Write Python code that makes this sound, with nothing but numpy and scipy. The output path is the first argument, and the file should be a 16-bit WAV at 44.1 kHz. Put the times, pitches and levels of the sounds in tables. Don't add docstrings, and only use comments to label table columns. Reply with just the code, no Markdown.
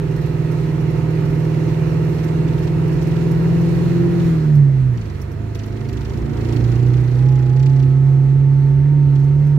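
import sys
import numpy as np
from scipy import signal
from scipy.fft import rfft, irfft, next_fast_len
from scipy.io import wavfile
from scipy.ndimage import uniform_filter1d

SR = 44100
rng = np.random.default_rng(int(sys.argv[2]) if len(sys.argv) > 2 else 0)


def to_wav(s):
    ch = np.atleast_2d(s).T
    pcm = np.round(np.clip(ch, -1, 1) * 32767)
    wavfile.write(sys.argv[1], SR, pcm.astype(np.int16))


def rack_gain(trim_db):
    fader = np.asarray(trim_db, float)
    return 10 ** (fader / 20)


N = 422478
TIME = np.arange(N) / SR
SHIFT_S = 4.4


def unit(x):
    return x / np.sqrt(np.mean(x ** 2) + 1e-20)


def along(points, hz):
    f, v = np.transpose(points)
    return np.interp(np.log(hz + 1), np.log(f + 1), v)


def curves(rows):
    s, *columns = np.transpose(rows)
    return [np.interp(TIME, s, column) for column in columns]


def swells(rows):
    return sum(db * np.exp(-((TIME - s) / half) ** 2) for s, half, db in rows)


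def wobble(rate):
    knots = rng.standard_normal(int(N * rate / SR) + 4)
    return np.interp(np.arange(N) * rate / SR, np.arange(len(knots)), knots)


def filtered(x, response):
    m = next_fast_len(N + 8192)
    return irfft(rfft(x, m) * response(np.fft.rfftfreq(m, 1 / SR)), m)[..., :N]


def panned(x, lean_db):
    left = 2 / (1 + rack_gain(-lean_db))
    return np.array([x * left, x * (2 - left)])


def tone(cycles, db, waver_db, drift):
    phase = 2 * np.pi * (cycles + rng.random() + drift * wobble(9))
    return np.sqrt(2) * rack_gain(db + waver_db * wobble(7)) * np.sin(phase)


# (frequency [Hz], likeness [0 to 1])
SIDES_ALIKE = [(30, .97), (130, .95), (300, .85), (600, .6), (1200, .45), (2500, .35), (5000, .15),
               (12000, .08)]
# (frequency [Hz], left minus right [dB])
SIDE_LEAN = [(25, -4), (60, 2), (110, -7.5), (200, -6.5), (380, -9), (700, -5), (1290, -4.5), (2380, -5),
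             (4400, -2.5), (8120, -7), (15000, -11)]
# (frequency [Hz], left leads by [radians])
SIDE_LEAD = [(300, -0.18), (700, 2.22), (1000, 1.54), (1900, 0.44), (2400, -1.7), (3500, 1.6)]


def rush(spectrum, patchy_db):
    z = signal.stft(rng.standard_normal((2, N)), nperseg=512)[2]
    patches = uniform_filter1d(rng.standard_normal(z.shape[1:]), size=6, axis=0)
    patches = uniform_filter1d(patches, size=14, axis=1)
    pair = signal.istft(z * rack_gain(patchy_db * unit(patches)), nperseg=512)[1][:, :N]

    def shared_and_opposed(hz):
        angle = np.arccos(np.clip(along(SIDES_ALIKE, hz), -1, 1)) / 2
        return rack_gain(along(spectrum, hz)) * np.array([np.cos(angle), np.sin(angle)])

    def left_and_right(hz):
        lean = rack_gain(along(SIDE_LEAN, hz) / 2) * np.exp(.5j * along(SIDE_LEAD, hz))
        return lean ** np.array([[1], [-1]])

    shared, opposed = filtered(pair, shared_and_opposed)
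    both = filtered(np.array([shared + opposed, shared - opposed]), left_and_right)
    return both / np.std(both.mean(axis=0))


# (frequency [Hz], level [dB per Hz])
BOOM_COLOR = [(8.8, -47.5), (15, -12.5), (22, -11.5), (49, 3.5), (102, 2), (116, -3), (130, -11),
              (170, -49), (290, -120)]
# (middle [s], half length [s], level [dB])
RUTS = [
    (2.9, 0.9, 3),
    (4.75, 0.25, 1.5),
    (6.5, 0.54, 2.5),
    (8, 1.3, 1.5),
]


def cabin_boom():
    return rack_gain(-34 + swells(RUTS)) * rush(BOOM_COLOR, patchy_db=.6)


# (time [s], level [dB])
EFFORT = [(0, -2), (1, 0), (2.6, 0), (3.25, 0), (4.1, 0.5), (4.29, 0), (4.36, -1.5), (4.7, -5.5),
          (5.1, -4.5), (5.4, -5.5), (6.1, -3.5), (6.45, 0), (7.2, -3.5), (8.3, -6.5), (9.58, -6)]


def effort():
    return curves(EFFORT)[0]


# (frequency [Hz], level [dB])
BODY_COLOR = [(47, -19), (80, -14.5), (113, -13.5), (129, 7.5), (177, -3.5), (332, -2.5), (408, -3),
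              (457, -14.5), (497, -22.5), (616, -31.5), (683, -20.5), (750, -31.5), (980, -61),
              (1650, -120)]


def body_noise():
    return rack_gain(-29 + 1.23 * effort()) * rush(BODY_COLOR, patchy_db=.6)


# (frequency [Hz], level [dB])
RUSH_COLOR = [(280, -25.5), (480, 3.5), (513, -5.5), (557, -4), (669, -5.5), (727, -5), (790, -10.5),
              (910, -5.5), (1080, -11.5), (1290, -10), (1600, -13), (1910, -11.5), (2770, -22), (3040, -27),
              (3500, -28), (4550, -65.5), (7700, -120)]
# (frequency [Hz], level [dB])
VALVE_COLOR = [(1800, -40), (2300, 0), (2900, 0), (3200, -40)]


def middle_rush(cycles, gust):
    throb = 1 + .12 * np.sin(2 * np.pi * 4 * cycles) + .05 * np.sin(2 * np.pi * 6 * cycles)
    rush_db = -38 + 1.025 * effort()
    wind = rack_gain(rush_db + .3 * gust) * throb * rush(RUSH_COLOR, patchy_db=.7)
    low_gear = np.clip(SHIFT_S - TIME, 0, .5) * 2
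    clatter = low_gear * rack_gain(rush_db - 16) * throb * rush(VALVE_COLOR, patchy_db=2)
    return wind + clatter


# (frequency [Hz], level [dB])
SPRAY_COLOR = [(1470, -22), (2500, -1), (2800, -5), (3290, -6.5), (3750, -5), (3870, -4), (4270, -2),
               (4680, -8.5), (5540, -8), (6710, -11.5), (10100, -19.5), (11400, -18), (15600, -23)]
# (middle [s], half length [s], level [dB])
THROWN_SNOW = [
    (3.25, .1, 2),
    (3.66, .07, 3),
    (3.87, 0.078, 2),
    (4.26, .06, 2),
    (6.3, .15, -1.5),
]


def snow_spray(gust):
    spray_db = -50.5 + 1.14 * effort() + swells(THROWN_SNOW)
    return rack_gain(spray_db + .91 * gust) * rush(SPRAY_COLOR, patchy_db=.94)


def road(cycles):
    gust = wobble(11)
    return cabin_boom() + body_noise() + middle_rush(cycles, gust) + snow_spray(gust)


def bursts(rows, t60, rise):
    marks, t = np.zeros(N), np.arange(SR // 10) / SR
    for s, db in rows:
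        marks[int(s * SR)] = rack_gain(db)
    shape = rack_gain(-60 * t / t60) * (1 - np.exp(-t / rise))
    return signal.fftconvolve(marks, shape)[:N]


def per_turn(bouts, cycles):
    turns_per_cycle = np.where(TIME < SHIFT_S, 1.035, 1.8)
    turns = np.cumsum(np.gradient(cycles) * turns_per_cycle)
    rows = []
    for first, last, db in bouts:
        a, b = np.interp([first, last], TIME, turns)
        times = np.interp(np.linspace(a, b, round(abs(b - a)) + 1), turns, TIME)
        chance = rng.standard_normal((12, 2))[:len(times)] * (len(times) > 2)
        rows += list(zip(times + .0006 * chance[:, 0], db + 1.6 * chance[:, 1]))
    return rows


# (first [s], last [s], peak level [dB])
SCUFF_BOUTS = [(.1114, .2599, -43.5), (.5134, .5134, -39), (.806, .806, -43), (.9031, .9031, -42),
               (1.105, 1.5928, -44.5), (2.0448, 2.194, -42), (2.2412, 2.2412, -37.5),
               (2.586, 2.6344, -40.5), (2.8759, 2.926, -41), (3.024, 3.069, -38), (3.311, 3.311, -36),
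               (3.6079, 3.6079, -42.5), (4.5507, 4.5507, -39.5), (5.214, 5.214, -36),
               (5.3148, 5.3148, -42.5), (5.5497, 5.5497, -38.5), (5.658, 5.658, -42),
               (5.888, 5.9292, -43.5), (6.1743, 6.1743, -44.5), (6.5247, 6.5247, -44.5),
               (6.8773, 6.8773, -44.5), (7.321, 7.321, -46.5), (7.66, 7.66, -45), (9.195, 9.241, -47),
               (9.4663, 9.4663, -45)]
# (frequency [Hz], level [dB])
SCUFF_COLOR = [(3000, -37.5), (5500, 6), (8000, -12.5), (11300, -2), (13000, -2), (15000, -9)]


def plastic_scuffs(cycles):
    noise = filtered(rng.standard_normal((2, N)), lambda hz: rack_gain(along(SCUFF_COLOR, hz)))
    brush = rack_gain(-3) * bursts(per_turn(SCUFF_BOUTS, cycles), t60=.07, rise=.002) * unit(noise)
    return brush * rack_gain([[-8], [2]])


# (first [s], last [s], peak level [dB])
TICK_BOUTS = [(.1705, .263, -50), (.7978, .7978, -42.5), (1.0535, 1.4489, -46.5), (1.5398, 1.5398, -39.5),
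              (1.6881, 1.7883, -40), (2.1849, 2.2812, -36.5), (2.381, 2.381, -42), (2.4795, 2.6736, -37),
              (2.9185, 3.0146, -40), (3.1127, 3.2091, -37.5), (3.7475, 3.7475, -38.5),
              (3.9605, 3.9605, -39.5), (4.1975, 4.1975, -38), (4.974, 5.0998, -41), (5.148, 5.198, -44),
              (5.5493, 5.6336, -35.5), (5.68, 5.8475, -40), (5.888, 6.05, -36.5), (6.097, 6.1742, -40.5),
              (6.219, 6.3325, -41.5), (6.369, 6.4882, -37), (6.5248, 6.563, -32.5), (6.603, 6.755, -36),
              (6.792, 7.0768, -41.5), (7.115, 7.2569, -41.5), (7.2865, 7.53, -42), (7.5632, 7.6606, -37),
              (7.6959, 7.762, -42.5), (7.795, 7.8265, -38.5), (9.1546, 9.1546, -40.5)]
# (frequency [Hz], width [Hz], level [dB])
TRIM_MODES = [(1900, 1000, 7), (2840, 2400, 22.5), (4550, 680, -2), (5810, 910, -4), (7160, 500, -6.5)]


def ringing(modes):
    def response(f):
        return sum(rack_gain(db) * (f * w) ** 2 / ((c * c - f * f) ** 2 + (f * w) ** 2) for c, w, db in modes)
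    return unit(filtered(rng.standard_normal((2, N)), response))


def trim_ticks(cycles):
    hits = per_turn(TICK_BOUTS, cycles)
    snaps = [(s, db - 4 * (s < SHIFT_S)) for s, db in hits]
    rebounds = [(s + .005, db - 1) for s, db in hits]
    ticks = rack_gain(-3) * bursts(snaps, t60=.022, rise=.0003) * ringing(TRIM_MODES[2:])
    ticks += bursts(rebounds, t60=.035, rise=.0005) * ringing(TRIM_MODES)
    return ticks * rack_gain([[1], [-1]])


# (time [s], level [dB])
LEVER = [
    (4.692, -28.5),
]


def lever_clunk():
    return bursts(LEVER, t60=.04, rise=.001) * np.sin(2 * np.pi * 610 * TIME)


# (time [s], meeting rate [Hz], level [dB])
AXLE_TEETH = [(6.9, 690, -68), (7.25, 703, -55.5), (7.6, 709, -54), (8, 717, -51), (8.5, 736, -53),
              (8.8, 748, -61.5), (9.2, 726, -55.5), (9.58, 750, -63)]
# (multiple of the rate [ratio], level [dB])
TEETH_TONES = [(1.001, 0), (1.51, -7), (1.79, -5)]


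def axle_song():
    mesh_hz, mesh_db = curves(AXLE_TEETH)
    teeth = np.cumsum(mesh_hz) / SR
    song = sum(tone(k * teeth, mesh_db + db, waver_db=2, drift=.08) for k, db in TEETH_TONES)
    return panned(song, lean_db=-2)


# (time [s], frequency [Hz], level [dB])
SHUDDER = [
    (5.8, 59.8, -65),
    (5.95, 61.2, -27.5),
    (6.3, 63.6, -33),
    (6.7, 68.5, -31),
    (7.05, 70.6, -36),
    (7.3, 72, -65),
]


def clutch_shudder():
    hz, db = curves(SHUDDER)
    return panned(tone(np.cumsum(hz) / SR, db, waver_db=1.5, drift=.03), lean_db=-7.5)


# (time [s], level [dB])
GEAR_WHINE = [(5.2, -57), (5.4, -50.5), (5.8, -49.5), (6, -58), (6.4, -49.5), (7.1, -53), (7.3, -41),
              (8, -48.5), (9.58, -48)]


def belt_gear(cycles):
    whine = tone(51.4 * cycles, curves(GEAR_WHINE)[0], waver_db=1.5, drift=.06)
    return panned((TIME > GEAR_WHINE[0][0]) * whine, lean_db=-6)


# (time [s], firing rate [Hz], firing tone level [dB])
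REVS = [(0, 157, -22.5), (1.4, 157.5, -18.5), (2.6, 160, -20), (3.2, 163.5, -18.5), (3.5, 167, -16.5),
        (4.15, 172.8, -18.5), (4.3, 165.6, -14.5), (4.42, 154, -16.5), (4.6, 143, -7.5), (4.72, 135, -13.5),
        (4.9, 126, -14.5), (5.05, 104, -28), (5.2, 92, -30.5), (5.45, 104, -24.5), (6.28, 114, -29.5),
        (6.62, 118.5, -15.5), (7.7, 133.5, -11.5), (9.58, 143, -12.5)]
# (time [s], swing [Hz], swing [dB], fade [s], rocking rate [Hz])
ROCKING = [
    (1.899, 1.21, 1, 1.6, 2.48),
    (5.35, 3.5, 0, .5, 2.54),
    (6.799, 1.98, 3, 0.52, 2.5),
    (7.2, 3, 0.5, .5, 2.6),
    (8.8, 5, 0.2, .6, 1.9),
]


def revs():
    firing_hz, firing_db = curves(REVS)
    for s, swing_hz, swing_db, fade, rock_hz in ROCKING:
        t = np.maximum(TIME - s, 0)
        rock = np.sin(2 * np.pi * rock_hz * t) * np.exp(-t / fade)
        firing_hz = firing_hz + swing_hz * rock
        firing_db = firing_db + swing_db * rock
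    return firing_hz, firing_db


# (order [per engine cycle], low gear level [dB], high gear level [dB])
CRANK_ORDERS = [(4, -4.5, 3), (6, 4, 5.5), (10, -22.5, -2.5), (14, -13.5, -15.5), (18, -11.5, -17.5),
                (20, -7.5, -6), (22, -13, -8), (24, -13.5, -11.5), (26, -16, -17.5), (28, -32, -12),
                (30, -23, -15), (32, -18, -20.5), (36, -19.5, -23.5), (40, -25.5, -27), (44, -24, -31.5),
                (46, -23.5, -31.5), (48, -26.5, -29), (52, -29.5, -34.5), (58, -30.5, -32.5),
                (65.2, -28, -36.5)]
# (order [per engine cycle], low gear level [dB], high gear level [dB])
ODD_ORDERS = [(3, -9.5, -13), (5, -11.5, -8), (7, -1.5, -6.5), (9, -5.5, -4), (15, -27.5, -15.5),
              (17, -12.5, -15.5), (19, -41.5, -15)]
# (frequency [Hz], level [dB])
CABIN_ANSWER = [(40, -10.5), (62, -1.5), (95, -7.5), (145, 5.5), (200, -8), (260, -0.5), (310, 0.5),
                (350, 5), (375, 5.5), (400, 2), (450, -7), (510, 2), (600, -6), (900, 0)]
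# (time [s], share of full combustion [0 to 1])
THROTTLE = [
    (0, 1),
    (3.3, 1),
    (4.15, .6),
    (4.4, 0),
    (5.2, 0),
    (5.5, 1),
    (9.58, .9),
]


def engine_orders(firing_hz, cycles):
    high_gear = np.clip((TIME - SHIFT_S) / .6 + .5, 0, 1)
    crank_db = -29 + 1.58 * effort()
    odd_db = -28.5 - 12 * high_gear
    soft_db = -7 * (1 - curves(THROTTLE)[0])
    out = np.zeros((2, N))
    for family, family_db, stretch in ((CRANK_ORDERS, crank_db, 1), (ODD_ORDERS, odd_db, 1.035)):
        for order, low_db, high_db in family:
            nearest = 8 * round(order / 8)
            turns = nearest + (round(order) - nearest) * stretch
            hz = turns * firing_hz[::64] / 8
            cabin_db = np.repeat(along(CABIN_ANSWER, hz), 64)[:N]
            gear_db = low_db + (high_db - low_db) * high_gear
            level_db = family_db + cabin_db + gear_db + soft_db * (turns > 13)
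            waver_db = 1.6 + .07 * turns * high_gear
            line = tone(turns * cycles, level_db, waver_db, drift=.0015 * turns * (1 + high_gear))
            out += panned(line, along(SIDE_LEAN, hz.mean()))
    return out


# (firing rate [Hz], left minus right [dB])
STANDING = [(95, -2), (108, -1.5), (114, 5), (118, -5.5), (150, -4.5), (156.5, -3), (160, 0.5), (170, 5)]
# (firing rate [Hz], level [dB])
OCTAVE_ANSWER = [(100, -43), (116, -34.5), (123, -38.5), (140, -37), (158, -35), (166, -32.5), (173, -21.5)]
# (middle [s], half length [s], level [dB])
BARK = [
    (4.31, 0.16, 6.5),
    (.2, 0.33, -5.5),
    (6.4, .3, 1),
    (5.4, .2, 0),
]
# (middle [s], half length [s], level [dB])
HALFWAY = [
    (3.95, .3, 13),
    (4.5, 0.15, 15.5),
    (5.15, 0.44, 15.5),
    (6.75, .3, 16.5),
]


def engine(firing_hz, firing_db, cycles):
    octave_db = along(OCTAVE_ANSWER, firing_hz) + swells(BARK)
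    halfway_db = -49.5 + swells(HALFWAY)
    out = panned(tone(8 * cycles, firing_db, waver_db=.4, drift=.01), along(STANDING, firing_hz))
    out += panned(tone(16 * cycles, octave_db, waver_db=2.2, drift=.04), lean_db=-8)
    out += panned(tone(12 * cycles, halfway_db, waver_db=1.5, drift=.03), lean_db=-3)
    return out + engine_orders(firing_hz, cycles)


def scene():
    firing_hz, firing_db = revs()
    cycles = np.cumsum(firing_hz) / SR / 8
    noises = road(cycles) + plastic_scuffs(cycles) + trim_ticks(cycles) + lever_clunk()
    cabin = filtered(noises, lambda hz: hz < 15750)
    cabin += axle_song() + clutch_shudder() + belt_gear(cycles)
    cabin += engine(firing_hz, firing_db, cycles)
    fade_out = np.sin(np.pi / 2 * np.clip(TIME[::-1] / .0015, 0, 1)) ** 2
    return cabin * fade_out


def band_limit(x):
    return signal.sosfilt(signal.butter(12, 15710, fs=SR, output="sos"), x)


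def record(dry):
    return band_limit(dry)


dry = scene()
out = record(dry)
to_wav(out)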